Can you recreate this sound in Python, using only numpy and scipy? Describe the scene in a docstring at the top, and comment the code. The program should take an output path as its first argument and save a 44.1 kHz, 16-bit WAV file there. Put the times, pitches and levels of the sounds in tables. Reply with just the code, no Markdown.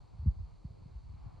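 """Handling a camera in a quiet wood

The grip shifts and sends soft bumps through the camera's body. The microphone's steep
low cut (a filter that removes the deepest bass) turns each into a short, dull, falling thump.
Tremors, flutter and small scuffs of the hand rumble between them,
over distant air, far leaves and a faint hiss."""
import sys
import numpy as np
from scipy import signal
from scipy.fft import rfft, irfft
from scipy.io import wavfile

SR = 44100
rng = np.random.default_rng(int(sys.argv[2]) if len(sys.argv) > 2 else 0)


def store_pcm(level_fs):
    """Save levels as 16-bit WAV."""
    pcm = np.round(np.clip(level_fs, -1, 1) * 32767).astype(np.int16)
    wavfile.write(sys.argv[1], SR, np.atleast_2d(pcm).T)


N = 61739  # samples: 1.4 seconds


def gain(db):
    """Turns decibels (dB) into a number to multiply a sound by."""
    return 10 ** (np.asarray(db) / 20)


def unit_level(x):
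    """Scales a sound so that its average level (rms) is 1."""
    return x / np.sqrt(np.mean(x ** 2) + 1e-20)


def over_hz(points):
    """Reads a table at every frequency, spacing the octaves evenly."""
    hz, value = np.transpose(points)
    return np.interp(np.log(np.fft.rfftfreq(N, 1 / SR) + 1), np.log(hz + 1), value)


def gain_over_time(points):
    """Joins rows of seconds and dB into a gain for every sample."""
    return gain(np.interp(np.arange(N) / SR, *np.transpose(points)))


def keep_band(x, hz, kind, order):
    """Keeps the "low" or "high" side of hz; a higher order cuts more steeply."""
    return signal.sosfilt(signal.butter(order, hz, kind, fs=SR, output="sos"), x)


def stereo_noise(tone, likeness):
    """Shaped noise. Left-right likeness is 1 for the same, 0 for unrelated, -1 for opposite."""
    same = np.clip(over_hz(likeness), -1, 1)
    shaped = rfft(rng.standard_normal((2, N))) * gain(over_hz(tone))
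    middle, side = shaped * np.sqrt([1 + same, 1 - same])
    return unit_level(irfft(np.array([middle + side, middle - side]), N))


def random_pushes(per_second, spread_db):
    """Pushes at random moments, of random direction and size."""
    hits = rng.random(N) < per_second / SR
    return hits * rng.choice([-1, 1], N) * gain(spread_db * rng.standard_normal(N))


def thud(pushes, brightness_hz, low_cut_hz=49.7):
    """Soft skin rounds each push; two low cuts make it ring briefly, falling in pitch."""
    rounded = keep_band(pushes, brightness_hz, "low", order=5)
    cut_once = keep_band(rounded, low_cut_hz, "high", order=4)
    return keep_band(cut_once, low_cut_hz, "high", order=4)


# The tone of the hiss. Each row: frequency in Hz, relative level in dB.
HISS_TONE = [(500, -12.5), (1500, -11.5), (1850, -11.5), (2300, -6.5), (2800, -11), (3300, -11), (3900, -6),
             (4400, 1), (4800, -5), (5300, -13.5), (6500, -12), (8200, -15.5), (9600, -18.5), (10700, -16),
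             (11600, -34), (14000, -40)]
# The width of the hiss and the leaves. Each row: frequency in Hz, left-right likeness.
HISS_AND_LEAVES_LIKENESS = [(1500, 1), (4700, 1), (5600, .9), (6600, 0.31), (8200, .1), (9600, -.5),
                            (11000, -.95)]
def hiss():
    """Steady hiss, coloured by the resonance of the microphone's port (its opening)."""
    return stereo_noise(HISS_TONE, HISS_AND_LEAVES_LIKENESS) * gain(-78.5)


# The tone of the rustle. Each row: frequency in Hz, relative level in dB.
LEAVES_TONE = [(700, -26.5), (1400, -2.5), (1850, -3), (2300, 2.5), (3000, -5), (4000, -17), (8000, -36)]
# The swells of the rustle. Each row: time in seconds, level in dB.
LEAVES_LEVEL = [(0, -91), (.2, -84), (.38, -94.5), (.48, -83), (.6, -91.5), (.95, -82.5), (1.05, -88.5),
                (1.17, -82.5), (1.4, -83)]
def leaves():
    """Far leaves stir in small swells, heard in the middle."""
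    return stereo_noise(LEAVES_TONE, HISS_AND_LEAVES_LIKENESS) * gain_over_time(LEAVES_LEVEL)


# The tones of the air's two layers. Each row: frequency in Hz, relative level in dB.
WASH_TONE = [(100, -18), (300, -3.5), (400, -15), (560, -15), (680, -2.5), (900, .5), (1150, -3.5),
             (1350, -11.5), (1800, -24.5), (3000, -38), (6000, -77)]
MURMUR_TONE = [(120, -16), (300, -2), (420, -1.5), (560, -2.5), (700, -4.5), (1000, -28.5), (2500, -62)]
# How each layer rises and falls. Each row: time in seconds, level in dB.
WASH_LEVEL = [(0, -71), (.28, -69.5), (.37, -73.5), (.48, -70), (.56, -74.5), (.8, -72), (1.06, -73),
              (1.2, -69), (1.29, -64.5), (1.34, -68), (1.4, -65)]
MURMUR_LEVEL = [(0, -74), (.3, -74), (.58, -76.5), (.68, -69.5), (.85, -72.5), (.97, -77), (1.15, -86),
                (1.3, -87), (1.4, -64.5)]
# The width of both layers. Each row: frequency in Hz, left-right likeness.
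AIR_LIKENESS = [(150, 1), (400, 0.3), (700, 0.25), (1000, 0.39), (1300, .8), (1700, 1)]
def distant_air():
    """A wide wash of air that swells a little at the end, with a lower murmur below it."""
    wash = stereo_noise(WASH_TONE, AIR_LIKENESS) * gain_over_time(WASH_LEVEL)
    murmur = stereo_noise(MURMUR_TONE, AIR_LIKENESS) * gain_over_time(MURMUR_LEVEL)
    return wash + murmur


# The tone of the rumble. Each row: frequency in Hz, relative level in dB.
SWAY_TONE = [(10, -33.5), (22, -2.5), (35, 21), (55, 10.5), (90, -8), (200, -61.5)]
# The width of the rumble. Each row: frequency in Hz, left-right likeness.
SWAY_LIKENESS = [(20, 1), (100, 0.2)]
def hand_sway():
    """The swaying hand makes a faint, deep rumble."""
    return stereo_noise(SWAY_TONE, SWAY_LIKENESS) * gain(-59)


# How loud the rubbing is. Each row: time in seconds, level in dB.
SCUFF_LEVEL = [(0, -75), (.08, -70.5), (.12, -66), (.18, -79.5), (.33, -67), (.45, -71), (.66, -68.5),
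               (.78, -64), (.86, -63), (.92, -65), (1.13, -64.5), (1.3, -61.5), (1.4, -69.5)]
def scuffs():
    """The grip rubs in tiny slips of skin, muffled by the camera's body."""
    slips = random_pushes(per_second=350, spread_db=1)
    thinned = keep_band(slips, 153, "high", order=3)
    softened = keep_band(thinned, 116, "low", order=1)
    muffled = keep_band(softened, 740, "low", order=5)
    return unit_level(muffled) * gain_over_time(SCUFF_LEVEL)


# How loud the buffeting is. Each row: time in seconds, level in dB.
FLUTTER_LEVEL = [(0, -51), (.08, -70.5), (.135, -51.5), (.2, -63.5), (.28, -54.5), (.35, -49.5), (.4, -46),
                 (.45, -56), (.56, -56), (.61, -70.5), (.72, -59), (.8, -65.5), (1, -59.5), (1.25, -53),
                 (1.4, -64)]
def flutter():
    """Low buffeting at the microphone's ports, strongest just after the big thump."""
    pushes = random_pushes(per_second=280, spread_db=2)
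    return unit_level(thud(pushes, brightness_hz=131)) * gain_over_time(FLUTTER_LEVEL)


# How loud the trembling is. Each row: time in seconds, level in dB.
TREMOR_LEVEL = [(0, -55.5), (.08, -67.5), (.14, -61), (.25, -44), (.39, -57.5), (.47, -61), (.54, -58.5),
                (.61, -62), (.72, -55), (.9, -59.5), (1.14, -56), (1.28, -56.5), (1.4, -56.5)]
def tremors():
    """The trembling hand gives a dense stream of tiny pushes, shared by both ports."""
    pushes = random_pushes(per_second=260, spread_db=4)
    return unit_level(thud(pushes, brightness_hz=136)) * gain_over_time(TREMOR_LEVEL)


# The bumps of the hand; three close together, near 0.27 seconds, make the big thump.
# Each row: start in seconds, strength in dB, brightness in Hz.
HAND_BUMPS = [(0.127, -44.5, 66.6), (0.185, -33.5, 83.4), (.21, -32.5, 60), (.222, -33, 80.2),
              (0.259, -28, 169.7), (.2665, -17, 97.7), (0.2724, -22, 132.6), (0.361, -40, 84.5),
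              (0.393, -35, 87.3), (.413, -33, 68), (0.642, -43, 127), (0.6463, -34, 152.3),
              (0.695, -40.5, 81.4), (.819, -48.5, 139), (.856, -45.5, 173), (.91, -47.5, 92.5),
              (0.943, -34, 60.2), (1.032, -41.5, 65), (1.09, -38.5, 86.4), (1.135, -41.5, 124),
              (1.201, -36.5, 49), (1.259, -39.5, 125)]
def hand_bumps():
    """Each bump is one dip in pressure, the same at both ports."""
    thumps = np.zeros(N)
    for start, strength_db, brightness_hz in HAND_BUMPS:
        push = np.zeros(N)
        # A duller bump is spread over more time, so it gets a bigger push.
        push[round(start * SR)] = -gain(strength_db) * SR / brightness_hz
        thumps += thud(push, brightness_hz)
    return thumps


def scene():
    """Thumps in the middle and wide rubbing around them, over the quiet of the wood."""
    rubbing = flutter() + scuffs()
    wide = np.array([rubbing, -rubbing])  # pushes the left and right ports opposite ways
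    middle = hand_bumps() + tremors()
    return middle + wide + hand_sway() + distant_air() + leaves() + hiss()


def record(dry, fade_seconds=.006, top_hz=14400):
    """Fades both ends and removes the highest treble."""
    t = np.arange(N) / SR
    seconds_from_edge = np.minimum(t, t[::-1])
    fade = np.sin(np.pi / 2 * np.minimum(seconds_from_edge / fade_seconds, 1)) ** 2
    treble_cut = signal.firwin(255, top_hz, window=("kaiser", 9), fs=SR)
    return signal.oaconvolve(dry * fade, treble_cut[None], "same")


dry = scene()
out = record(dry)
store_pcm(out)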